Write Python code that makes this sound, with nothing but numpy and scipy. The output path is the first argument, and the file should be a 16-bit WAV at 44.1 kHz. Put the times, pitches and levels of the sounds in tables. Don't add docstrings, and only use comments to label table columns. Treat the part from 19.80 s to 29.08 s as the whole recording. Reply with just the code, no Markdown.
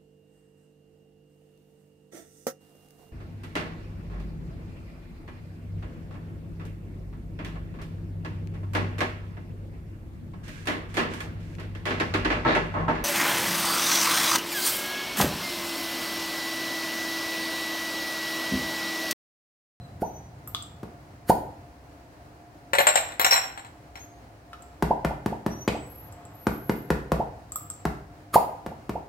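import sys
import numpy as np
from scipy import signal
from scipy.fft import rfft, irfft
from scipy.io import wavfile

SR = 44100
rng = np.random.default_rng(int(sys.argv[2]) if len(sys.argv) > 2 else 0)


def store_pcm(level_fs):
    pcm = np.round(np.clip(level_fs, -1, 1) * 32767).astype(np.int16)
    wavfile.write(sys.argv[1], SR, np.atleast_2d(pcm).T)


N = 409248
TIME = np.arange(N) / SR
AGE = np.arange(SR // 2) / SR
MIC_GAP_S = 0.00045
TOP_HZ = 16000


def slaps():
    # start in seconds, level in dB, the air's first note in Hz, oil spatter time in seconds.
    landings = [(1.0303, -26, 620, 0.0034), (5.024, -12.5, 870, 0.0015), (5.2471, -15, 890, 0.0027),
                (5.4598, -13, 648, 0.0014), (5.6627, -13, 618, 0.0024), (5.8770, -11, 704, 0.0061),
                (6.6681, -10, 690, 0.00191), (6.8945, -11, 640, 0.0027), (7.103, -12, 872, 0.00187),
                (7.3184, -14.5, 923, 0.0012), (8.052, -15, 870, .0022), (8.862, -23, 800, 0.0022),
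                (9.093, -18, 693, 0.00262)]
    # frequency in Hz, level in dB.
    smack_colour = [(150, -30), (500, 15.5), (900, 12), (1500, 4), (2300, -5.5), (3500, -10.5),
                    (6000, -14.5), (10000, -17.5), (13000, -15.5), (16000, -28.5)]
    out, oil = np.zeros(N), click(smack_colour)
    for s, db, hz, spatter_s in landings:
        thud = -tone(150 + (hz - 150) * np.exp(-AGE / 0.0018)) * swell(0.0023, 1.74)
        squareness = np.log2(hz / 774)
        smack_db = db - 1 + 10 * squareness
        thump_db = db - 16.5 + 23.5 * squareness
        squelch_db = 1.91 * smack_db - 0.5
        spatter = rng.standard_normal(len(AGE)) * (0.1 * swell(0.0016, 1) + 0.03 * swell(spatter_s, 0.6))
        spatter[int(0.0012 * SR)] += 0.7
        spread = irfft(np.exp(1j * np.angle(rfft(spatter))), len(AGE)) * np.exp(-AGE / 0.03)
        smack = 1.423 * signal.fftconvolve(spread, oil)[:len(AGE)]
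        wetness = spatter_s / 0.002007
        squelch_hz = 1403 * np.sqrt(wetness) * (1 + 0.24 * np.exp(-AGE / 0.0019))
        wobble = np.exp(0.2 * wetness * band(330, 1300, len(AGE)))
        squelch = tone(squelch_hz * wobble) * swell(0.0013 * wetness ** 1.1, 0.87)
        thump = steady_tone(62) * swell(0.01, 1) + 1.45 * steady_tone(145) * swell(0.0087, 1)
        oil_sound = amp(smack_db) * smack + amp(squelch_db) * squelch
        add(out, s, amp(db) * thud + oil_sound + amp(thump_db) * thump)
    return out


def pops():
    # start in seconds, level in dB, opening time in seconds, the skin's level in dB.
    pulls = [(0.2203, -20, 0.0096, -15), (1.4964, -7.5, 0.006, -5.5), (5.1066, -10.5, 0.0044, -15),
             (5.3055, -23, 0.0055, -42), (5.5225, -24, 0.0056, -23), (5.9410, -27.5, 0.0121, -34),
             (7.3962, -18, 0.00854, -18), (8.5562, -3.5, 0.0048, -11.5), (8.9140, -32, 0.0059, -42),
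             (9.1522, -23.5, 0.0066, -23)]
    out = np.zeros(N)
    for s, db, open_s, skin_db in pulls:
        open_hz = 1053 + 1.5 * db
        swell_s = 0.0069 * (open_s / 0.0069) ** 0.74
        note = tone(open_hz * (1 - 0.791 * np.exp(-AGE / open_s))) * swell(swell_s, 2.18)
        skin = steady_tone(270) * swell(0.00072, 1)
        add(out, s, -amp(db) * note - amp(skin_db) * skin)
    return out


def leaks():
    # peak time and build-up in seconds, hiss and gurgle strength in dB, gurgle pitch in Hz.
    rushes = [(0.22, 0.0067, -42, -45.5, 1430), (1.499, 0.0072, -23.5, -32.5, 1380),
              (8.544, 0.0037, -19, -19.5, 1160), (8.555, 0.0048, -24, -40, 1005)]
    # frequency in Hz, level in dB.
    hiss_colour = [(500, 6.5), (1500, 4), (3000, -3.5), (5600, -8), (8000, -7.5), (12000, 1.5),
                   (16000, -8.5)]
    # pitch in Hz, width in Hz, level in dB.
    air_notes = [(4460, 1000, -14), (6930, 490, -18.5), (9140, 380, -13)]
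    out, lead_s = np.zeros(N), 0.1
    since_peak = AGE - lead_s
    for s, build_s, hiss_db, gurgle_db, hz in rushes:
        flow = np.exp(np.minimum(since_peak / build_s, -since_peak / 0.0058))
        hiss = noise(hiss_colour, len(AGE))
        hiss += sum(amp(db) * band(f, width, len(AGE)) for f, width, db in air_notes)
        air = amp(hiss_db - 2.5) * hiss + amp(gurgle_db) * band(hz, 240, len(AGE))
        add(out, s - lead_s, flow * air)
    return out


def clatter():
    # start in seconds, tray level in dB, glass level in dB, favoured pitch in Hz.
    knocks = [(2.9332, -15, -21, 8460), (2.9846, -10, -14, 11480), (3.0689, -10, -13, 7700),
              (3.1563, -12.5, -14.5, 7500), (3.2884, -36, -66, 7400), (3.3213, -36.5, -43, 7700),
              (3.396, -15, -10, 15700), (3.4460, -12, -8.5, 6360), (3.5094, -16, -5.5, 5650),
              (3.523, -14, -9.5, 5900), (3.5600, -17.5, -19.5, 7120), (3.6374, -30.5, -49, 6900),
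              (3.776, -33.5, -42.5, 7700), (3.8474, -40.5, -53, 7660), (4.1555, -37, -39, 5900)]
    out, bounce_s = np.zeros(N), 0.018
    for s, tray_db, glass_db, hz in knocks:
        add(out, s, knock(s, tray_db, glass_db, hz))
        add(out, s + bounce_s, knock(s + bounce_s, tray_db - 6, glass_db - 2.5, hz))
    return out


def knock(s, tray_db, glass_db, hz):
    # frequency in Hz, level in dB.
    tray_colour = [(100, -53), (380, -18), (560, -2.5), (850, 2.5), (1200, -3), (1900, 0.5), (2600, -5.5),
                   (3400, -9.5), (4150, -8.5), (4700, -24), (6500, -21.5), (7700, -13), (10000, -28),
                   (13500, -25), (15000, -49), (16000, -48)]
    # time in seconds, pitch in Hz.
    hollow_pitch = [(2.97, 563), (3.1, 624), (3.45, 770)]
    # pitch in Hz, level in dB, seconds to fade by 60 dB.
    cup_notes = [(1680, -16.5, 0.16), (2110, -11.5, .25), (3800, -15, .15), (4040, -1.5, 0.49),
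                 (5520, -0.5, 0.13), (6450, -16, .3), (7360, -6.5, .15), (7640, 5, 0.097), (8150, -5, 0.14),
                 (9050, -16, 0.066), (11510, -29.5, .12), (12740, -5.5, 0.18), (12350, -8, 0.28),
                 (13190, -3.5, 0.12), (13000, 4, 0.043), (15700, -17, .15)]
    rattle = noise(tray_colour, len(AGE)) * (0.56 * np.exp(-AGE / 0.0053) + 0.39 * np.exp(-AGE / 0.018))
    hollow = steady_tone(np.interp(s, *np.transpose(hollow_pitch))) * swell(0.003, 0.39)
    cups = [ring(cup_notes, hz, octaves=0.19, rest_db=-14, detune=0.007) for _ in range(3)]
    attack = 1 - np.exp(-AGE / 0.00028)
    damping = np.exp(-AGE / 0.03)
    glass = np.mean(cups, axis=0) * damping * attack
    return amp(tray_db) * (rattle + amp(-8) * hollow) + amp(glass_db) * glass


def taps():
    # start in seconds, strength in dB, favoured pitch in Hz.
    touches = [(0.6753, -23.5, 12300), (0.7478, -18, 3440), (0.824, -32, 7600), (4.7315, -28, 1860),
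               (4.823, -39.5, 7750), (6.324, -38.5, 7640), (6.452, -39, 7700), (7.7205, -24.5, 7900),
               (7.758, -17, 9700), (7.9010, -23, 7700)]
    # pitch in Hz, level in dB, seconds to fade by 60 dB.
    steel_notes = [(1160, 14.5, 0.022), (1240, 5, 0.11), (1325, 6, 0.064), (3440, 1.5, 0.025),
                   (3534, -4.5, 0.027), (7600, 3.5, 0.025), (7900, -5, 0.031), (9020, -17, 0.051),
                   (12300, -6.5, 0.057), (13390, -17, 0.14), (14640, -24, .15), (15400, -19, 0.14)]
    out = np.zeros(N)
    for s, db, hz in touches:
        contact_s = 0.0023 * np.sqrt(7700 / hz)
        rest_db = -15.5 + 0.9 * (db + 12)
        tick = band(hz, 1.64 * hz, len(AGE)) * np.exp(-AGE / contact_s)
        ringing = ring(steel_notes, hz, octaves=0.45, rest_db=rest_db, detune=0.004)
        add(out, s, amp(db - 13) * tick + amp(db - 5) * ringing)
    return out


def whistles():
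    # start and length in seconds, first and last pitch in Hz, level in dB.
    glides = [(0, 0.082, 4050, 3970, -59), (0.207, 0.22, 6070, 6000, -52),
              (4.181, 0.086, 6450, 6500, -50.5), (5.679, 0.22, 5800, 6080, -48),
              (5.924, .19, 7660, 7900, -54), (6.042, 0.28, 11660, 11740, -51.5),
              (6.481, 0.65, 11860, 11640, -51.5)]
    out = np.zeros(N)
    for s, length_s, start_hz, end_hz, db in glides:
        size = int(length_s * SR)
        hz = np.linspace(start_hz, end_hz, size) * (1 + 0.0035 * band(47, 38, size))
        voice = tone(hz) + amp(-13) * tone(2 * hz) * (2 * end_hz < TOP_HZ)
        waver_db = 2.5 * band(13, 23, size)
        add(out, s, amp(db + waver_db) * voice * signal.windows.tukey(size, 0.5))
    return out


def flare():
    peak_s, spread_s = 6.4, 0.31
    return amp(-54.5) * np.exp(-((TIME - peak_s) / spread_s) ** 2) * band(710, 910, N)


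def flame():
    # time in seconds, strength of the flutter in dB.
    strength = [(0, -39.5), (1.7, -49), (2.0, -55.5), (4.6, -75), (5.6, -48), (6.4, -45.5), (9.28, -50.5)]
    flicker_db = 2 * band(3.2, 7, N)
    return amp(np.interp(TIME, *np.transpose(strength)) - 5 + flicker_db) * band(105, 80, N)


def fan():
    # frequency in Hz, level in dB.
    air_colour = [(18, -36), (30, -12.5), (112, -4), (215, -16.5), (280, -7.5), (345, -13.5), (384, -15.5),
                  (437, -15.5), (721, -13), (1160, -21), (1760, -23.5), (3580, -35.5), (4080, -33),
                  (12000, -43.5), (16000, -42.5)]
    # pitch in Hz, width in Hz, level in dB.
    hum_notes = [(63, 8, -59.5), (303.2, 5, -62.5), (702, 7.2, -60)]
    air = amp(-50) * diffuse(air_colour, N)
    drift_db = 0.6 * band(2, 4, N)
    hum = sum(amp(db) * band(hz, width, N) for hz, width, db in hum_notes)
    return air * amp(drift_db) + hum


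def room():
    # frequency in Hz, seconds to fade by 60 dB.
    fade_times = [(80, 0.89), (210, 0.41), (560, 0.52), (1470, 0.53), (3880, 0.41), (10200, 0.38)]
    # frequency in Hz, level in dB.
    echo_colour = [(50, -5), (200, -2.5), (400, 1), (900, -1), (2500, 2.5), (7000, 1), (16000, 2)]
    # pitch in Hz, level in dB, seconds to fade by 60 dB.
    room_notes = [(64, -69, 0.96), (169.3, -65.5, 0.36), (218.6, -67, 0.68), (292.6, -57.5, 0.59)]
    size = SR
    t, f = np.arange(size) / SR, np.fft.rfftfreq(size, 1 / SR)
    spectrum, tail = rfft(diffuse(echo_colour, size)), 0
    for k, (_, fade_s) in enumerate(fade_times):
        share = read([(row[0], float(j == k)) for j, row in enumerate(fade_times)], f)
        tail = tail + irfft(spectrum * share, size) * fade(t, fade_s)
    tail *= np.clip((t - 0.003) / 0.0014, 0, 1)
    boom = sum(amp(db) * np.cos(2 * np.pi * hz * t) * fade(t, fade_s) for hz, db, fade_s in room_notes)
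    return unit(tail) / np.sqrt(size) + boom


def place(sound, echo, lag_s, left_db, echo_db):
    # delay in seconds, gain as a plain factor.
    walls = [(.0056, 0.29), (.0092, 0.12), (.0185, .16)]
    response = amp(echo_db) * echo
    for side, sign in enumerate((1, -1)):
        response[side, int(max(-sign * lag_s, 0) * SR)] += amp(sign * left_db / 2)
        for k, (delay_s, gain) in enumerate(walls):
            arrival_s = delay_s + (-1) ** k * sign * MIC_GAP_S / 4
            response[side, int(arrival_s * SR)] += gain
    return signal.fftconvolve(sound[None], response, axes=1)[:, :N]


def amp(db):
    return 10 ** (np.asarray(db) / 20)


def unit(x):
    return x / np.sqrt(np.mean(x ** 2))


def read(points, hz):
    f, value = np.transpose(points)
    return np.interp(np.log(hz + 1e-3), np.log(f), value)


def noise(colour, size):
    gain = amp(read(colour, np.fft.rfftfreq(size, 1 / SR)))
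    return unit(irfft(rfft(rng.standard_normal(size)) * gain, size))


def band(hz, width_hz, size):
    f = np.fft.rfftfreq(size, 1 / SR) + 0.00075
    off_centre = (f * f - hz * hz) / (f * width_hz)
    return unit(irfft(rfft(rng.standard_normal(size)) / (1 + off_centre ** 2), size))


def diffuse(colour, size):
    alike = 0.97 * np.sinc(2 * np.fft.rfftfreq(size, 1 / SR) * MIC_GAP_S)
    mid, side = (irfft(rfft(noise(colour, size)) * np.sqrt((1 + s * alike) / 2), size) for s in (1, -1))
    return np.array([mid + side, mid - side])


def click(colour, size=512):
    cepstrum = irfft(np.log(amp(read(colour, np.fft.rfftfreq(size, 1 / SR)))))
    cepstrum[1:size // 2] *= 2
    cepstrum[size // 2 + 1:] = 0
    response = irfft(np.exp(rfft(cepstrum)))
    return response / np.abs(response).max()


def ring(notes, favoured_hz, octaves, rest_db, detune):
    hz, db, fade_s = np.transpose(notes)[:, :, None]
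    level_luck, pitch_luck, phase = rng.standard_normal((len(notes), 3)).T[:, :, None]
    nearness = np.exp(-(np.log2(hz / favoured_hz) / octaves) ** 2)
    weight = amp(db + 1.7 * level_luck) * (amp(rest_db) + nearness)
    waves = np.sin(2 * np.pi * (hz * (1 + detune * pitch_luck) * AGE + phase))
    return np.sum(weight * waves * fade(AGE, fade_s), axis=0)


def tone(hz):
    return np.sin(2 * np.pi * np.cumsum(hz) / SR)


def steady_tone(hz):
    return tone(np.full(len(AGE), hz))


def swell(peak_s, steep):
    return (AGE / peak_s * np.exp(1 - AGE / peak_s)) ** steep


def fade(t, fade_s):
    return np.exp(-np.log(1000) * t / fade_s)


def add(track, s, sound):
    i = max(int(s * SR), 0)
    track[i:i + len(sound)] += sound[:max(N - i, 0)]


def scene():
    echo = room()
    landing = place(slaps(), echo, lag_s=0, left_db=1.4, echo_db=-1.16)
    lifting = place(pops() + leaks(), echo, lag_s=0, left_db=-1.5, echo_db=-3.5)
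    torch = place(taps() + whistles() + flare(), echo, lag_s=0.0001, left_db=1.5, echo_db=-4)
    tray = place(clatter(), echo, lag_s=MIC_GAP_S, left_db=4.5, echo_db=-5)
    return landing + lifting + torch + tray + fan() + flame()


def record(dry):
    bass_cut = signal.butter(4, 43, "high", fs=SR, output="sos")
    treble_cut = signal.ellip(10, 0.2, 80, TOP_HZ, fs=SR, output="sos")
    return signal.sosfilt(treble_cut, np.clip(signal.sosfilt(bass_cut, dry), -1, 1))


dry = scene()
out = record(dry)
store_pcm(out)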